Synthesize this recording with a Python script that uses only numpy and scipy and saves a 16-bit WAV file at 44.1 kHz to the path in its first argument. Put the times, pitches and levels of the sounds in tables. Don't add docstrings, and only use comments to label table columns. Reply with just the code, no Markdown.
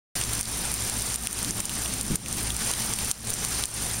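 import sys
import numpy as np
from scipy import signal
from scipy.fft import rfft, irfft
from scipy.io import wavfile
from scipy.ndimage import uniform_filter1d, minimum_filter1d

SR = 44100
rng = np.random.default_rng(int(sys.argv[2]) if len(sys.argv) > 2 else 0)


def dump(signal):
    limited = np.clip(np.atleast_2d(signal).T, -1, 1)
    pcm = np.round(limited * 32767).astype(np.int16)
    wavfile.write(sys.argv[1], SR, pcm)


N = 176400
SLAP_LEAD_S = 0.0007


def amp(db):
    return 10 ** (np.asarray(db) / 20)


def unit(x):
    return x / np.sqrt(np.mean(x ** 2) + 1e-20)


def gain_at(curve, hz):
    curve_hz, db = np.transpose(curve)
    return amp(np.interp(np.log(hz + 1), np.log(curve_hz + 1), db))


def envelope(curve):
    return amp(np.interp(np.arange(N) / SR, *np.transpose(curve)))


def add(mix, start_s, sound):
    part = mix[max(round(start_s * SR), 0):][:len(sound)]
    part += sound[:len(part)]


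def wash():
    # frequency_hz, relative_db
    spectrum = [(20, 13.5), (45, 5), (85, -0.5), (170, 10), (280, 2.5), (400, 3), (550, -0.5), (900, 1),
                (2000, 0), (3500, -0.5), (6000, 0.5), (10000, -3.5), (16000, -7.5)]
    frames, bins = N // 128 + 5, 257
    drift = uniform_filter1d(rng.standard_normal((frames, bins)), size=14, axis=0)
    patches_db = unit(uniform_filter1d(drift, size=7, axis=1))
    flicker_db = 0.93 * unit(uniform_filter1d(rng.standard_normal((frames, 1)), size=3, axis=0))
    swell_db = 0.5 * unit(uniform_filter1d(rng.standard_normal((frames, 1)), size=60, axis=0))
    noise = rng.standard_normal((frames, bins)) + 1j * rng.standard_normal((frames, bins))
    noise *= amp(patches_db + flicker_db + swell_db)
    hiss = signal.istft(noise, nperseg=512, noverlap=384, time_axis=0, freq_axis=1)[1][:N]
    return amp(-33) * unit(irfft(rfft(hiss) * gain_at(spectrum, np.fft.rfftfreq(N, 1 / SR)), N))


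def ping(hz, cycles, size=500):
    turns = hz * np.arange(size) / SR
    age = turns / cycles
    return age * np.exp(1 - age) * np.sin(2 * np.pi * turns)


def impact(hz, cycles, spray_db, size=500, rise_s=0.00054, decay_s=0.0068):
    t = np.arange(size) / SR
    droplets = rng.standard_normal(size + 1) * (rng.random(size + 1) < .3)
    spray = unit(np.diff(droplets)) * np.exp(-t / decay_s) * (1 - np.exp(-t / rise_s))
    return ping(hz, cycles, size) + amp(spray_db) * spray


def shower(per_s, spread_db, low_hz, high_hz, cycles, spray_db, max_spreads, pitches=20):
    # pitch_hz, relative_db
    drop_levels = [(700, -2), (2000, -20), (4000, -1), (7000, 0.5), (10000, -0.5), (15000, 3.5)]
    out, pitch_index = np.zeros(N), rng.integers(0, pitches, N)
    sizes = amp(spread_db * np.minimum(rng.exponential(1, N), max_spreads))
    strikes = sizes * (rng.random(N) < per_s / SR) * rng.choice([-1, 1], N)
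    for k, hz in enumerate(np.linspace(low_hz, high_hz, pitches)):
        snap = impact(hz, cycles, spray_db + 20 * np.log10(hz / high_hz))
        drop = unit(np.diff(snap)) * gain_at(drop_levels, hz)
        out += signal.oaconvolve(strikes * (pitch_index == k), drop)[:N]
    return unit(out)


def patter():
    dense = shower(per_s=3500, spread_db=8, low_hz=783, high_hz=14850,
                   cycles=1, spray_db=-35, max_spreads=3.7)
    ticks = shower(per_s=80, spread_db=5, low_hz=5500, high_hz=14100,
                   cycles=1, spray_db=-13, max_spreads=1.3)
    splashes = shower(per_s=45, spread_db=5.5, low_hz=8000, high_hz=13500,
                      cycles=0.74, spray_db=-19.5, max_spreads=0.68)
    return amp(-39) * dense + amp(-45.5) * ticks + amp(-42) * splashes


def board_taps(boards=16, per_s=60, decay_s=0.01):
    out, t = np.zeros(N), np.arange(1200) / SR
    for hz in np.geomspace(700, 2600, boards):
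        modes = sum(np.sin(2 * np.pi * hz * ratio * t) for ratio in rng.uniform(0.726, 1.5, size=5))
        strikes = rng.uniform(0.58, 1, N) * (rng.random(N) < per_s / boards / SR)
        out += signal.oaconvolve(strikes, modes * np.exp(-t / decay_s))[:N]
    return amp(-52) * unit(out)


def noise_band(hz, width_hz):
    detuning = (np.fft.rfftfreq(N, 1 / SR) - hz) / (.78 * width_hz)
    return unit(irfft(rfft(rng.standard_normal(N)) / (1 + detuning ** 2), N))


def drumming():
    # centre_hz, width_hz, level_db
    deck_modes = [(79, 79, -48.5), (122, 8.2, -50), (187, 85, -50), (220.4, 10.5, -49), (271.5, 24, -55)]
    return sum(amp(db) * noise_band(hz, width_hz) for hz, width_hz, db in deck_modes)


def hum():
    # pitch_hz, level_db
    tones = [(58.2, -40.5), (109, -43)]
    t = np.arange(N) / SR
    return sum(amp(db) * unit(np.sin(2 * np.pi * hz * t) + 0.6 * noise_band(hz, width_hz=7.7))
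               for hz, db in tones)


def slap(hz, length_s=0.002195, width_octaves=0.78):
    size = int(length_s * SR)
    octaves = np.log2((np.fft.rfftfreq(size, 1 / SR) + 1) / hz)
    phase = 2 * np.pi * rng.random(512)[:len(octaves)]
    spectrum = np.exp(-.5 * (octaves / width_octaves) ** 2 + 1j * phase)
    return unit(irfft(spectrum, size) * np.hanning(size))


def hard_drops():
    # start_s, level_db, pitch_hz
    drops = [(.202, -26, 9100), (0.2382, -14.5, 6800), (.334, -13.5, 7500), (.3932, -17, 7500),
             (0.411, -8, 10300), (0.4301, -13.5, 6000), (.717, -16, 8500), (0.7406, -8, 8760),
             (0.898, -12, 7640), (1.0216, -17, 9300), (1.143, -14, 7450), (1.159, -9, 9900),
             (1.2357, -18.5, 8900), (1.2718, -15, 9300), (1.3107, -17, 9500), (1.329, -11.5, 8400),
             (1.3893, -15, 7700), (1.4292, -13, 9500), (1.5084, -11, 7140), (1.6036, -9.5, 8400),
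             (1.6553, -8.5, 8700), (1.8206, -17, 8200), (1.9384, -14.5, 8500), (2.0119, -10, 9200),
             (2.156, -10, 11500), (2.1579, -3.5, 7900), (2.284, -16, 9300), (2.3276, -15, 9200),
             (2.5657, -13, 9000), (2.937, -11.5, 8000), (3.048, -16, 9200), (3.1139, 0.5, 8200),
             (3.2718, -19, 8700), (3.3036, -8.5, 8950), (3.339, -8.5, 9500), (3.4493, -13, 7100),
             (3.6557, -5.5, 8560)]
    out, crack = np.zeros(N), amp(-8.5) * ping(hz=13400, cycles=.8)
    for start_s, db, hz in drops:
        add(out, start_s - SLAP_LEAD_S, amp(-24.5 + 0.24 * db) * slap(hz))
        add(out, start_s, amp(db) * (impact(hz, cycles=0.53, spray_db=-13.5) + crack))
    return out


def bubble(hz, length_s, glide=0.44):
    t = np.arange(0, length_s, 1 / SR)
    pitch_hz = hz * (1 + glide * (t / length_s - .5))
    return np.hanning(len(t)) * np.sin(2 * np.pi * np.cumsum(pitch_hz) / SR)


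def puddle_plips():
    # start_s, level_db, pitch_hz, length_s
    plips = [(0.214, -18, 3030, 0.0014), (.4553, -20, 4200, .001), (1.2714, -15, 2930, 0.0013),
             (1.447, -16, 3900, .0007), (1.606, -19, 2720, 0.0012), (1.6947, -15.5, 3270, 0.0012),
             (1.859, -21, 3200, 0.0013), (2.2605, -20, 2640, 0.0015), (2.504, -19, 3500, 0.0016),
             (2.737, -14, 3550, .0011), (2.988, -19.5, 2810, 0.0009), (3.4494, -23.5, 4220, 0.0011),
             (3.638, -14, 3720, 0.00089)]
    out = np.zeros(N)
    for start_s, db, hz, length_s in plips:
        add(out, start_s - SLAP_LEAD_S, amp(db - 9.5) * slap(hz=8000))
        add(out, start_s, amp(db) * bubble(hz, length_s))
        add(out, start_s, amp(db - 17.5) * slap(hz, length_s=0.00401, width_octaves=.35))
    return out


def rumble():
    # time_s, level_db
    swell = [(.15, -56), (1.3, -53), (1.5, -37.5), (1.65, -42), (1.85, -44), (2.05, -38.5), (2.3, -38.5),
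             (2.85, -50), (4, -66)]
    return envelope(swell) * noise_band(hz=203, width_hz=200)


def bumps(rise_s=0.0013):
    # start_s, gain_db
    knocks = [(1.478, -36), (1.591, -39), (2.102, -27.5), (2.110, -21), (2.129, -25.5), (2.136, -30)]
    # pitch_hz, relative_db, t60_s
    modes = [(48.5, -1, 0.12), (104, -6.5, 0.2), (184, 8, 0.12), (216, -12, 0.038), (291, -3.5, 0.082)]
    out, t = np.zeros(N), np.arange(SR // 4) / SR
    ring = sum(amp(db - 60 * t / t60_s) * np.sin(2 * np.pi * hz * t) for hz, db, t60_s in modes)
    ring *= 1 - np.exp(-t / rise_s)
    for start_s, db in knocks:
        add(out, start_s, -amp(db) * ring)
    return out


def scene():
    # time_s, gain_db
    rain_level = [(.17, 4.5), (.25, 0.5), (.62, -1), (.71, 1.5), (1.0, 1), (1.4, -.5), (2.1, -.5),
                  (2.25, -3), (2.38, 1.5), (2.55, -1), (2.69, 3.5), (2.85, 1), (3.14, 0.5), (3.22, -4),
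                  (3.28, 1), (3.52, 1.7), (4, 0)]
    rain = envelope(rain_level) * (wash() + patter() + board_taps())
    return (rain + hard_drops() + puddle_plips() + drumming() + rumble() + hum() + bumps())[None]


def microphone(x, size=4096):
    # frequency_hz, gain_db
    response = [(3800, -0.5), (5300, 0.5), (6200, 3.5), (6700, -2.5), (7330, 5.5), (7780, -4.5), (8400, 6),
                (9100, 9), (10000, 4.5), (11300, -1.5), (13400, -6.5), (14200, -5.5), (15700, -4.5)]
    log_gain = np.log(gain_at(response, abs(np.fft.fftfreq(size, 1 / SR))))
    impulse_response = np.fft.ifft(np.exp(np.conj(signal.hilbert(log_gain)))).real[:size // 2]
    return signal.oaconvolve(x, impulse_response)[:N]


def gain_control(x, limit_db=-18.5, attack_s=0.0006, hold_s=0.018, recover_db_per_s=82):
    level_db = 10 * np.log10(abs(uniform_filter1d(x ** 2, size=16)) + 1e-12)
    excess_db = np.maximum(level_db - limit_db, 0)
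    hold = int(hold_s * SR)
    held_db = -minimum_filter1d(-excess_db, hold, origin=(hold - 1) // 2)
    recovery_db = np.arange(N) / SR * recover_db_per_s
    duck_db = np.maximum.accumulate(held_db + recovery_db) - recovery_db
    pole = np.exp(-1 / (attack_s * SR))
    return x * amp(-signal.lfilter([1 - pole], [1, -pole], duck_db))


def record(dry, switch_on_s=.154, cutoff_hz=15830):
    x = gain_control(microphone(dry[0])) * (np.arange(N) / SR > switch_on_s)
    low_pass = signal.firwin(511, cutoff_hz, window=("kaiser", 9), fs=SR)
    return signal.oaconvolve(x, low_pass, "same")[None]


dry = scene()
out = record(dry)
dump(out)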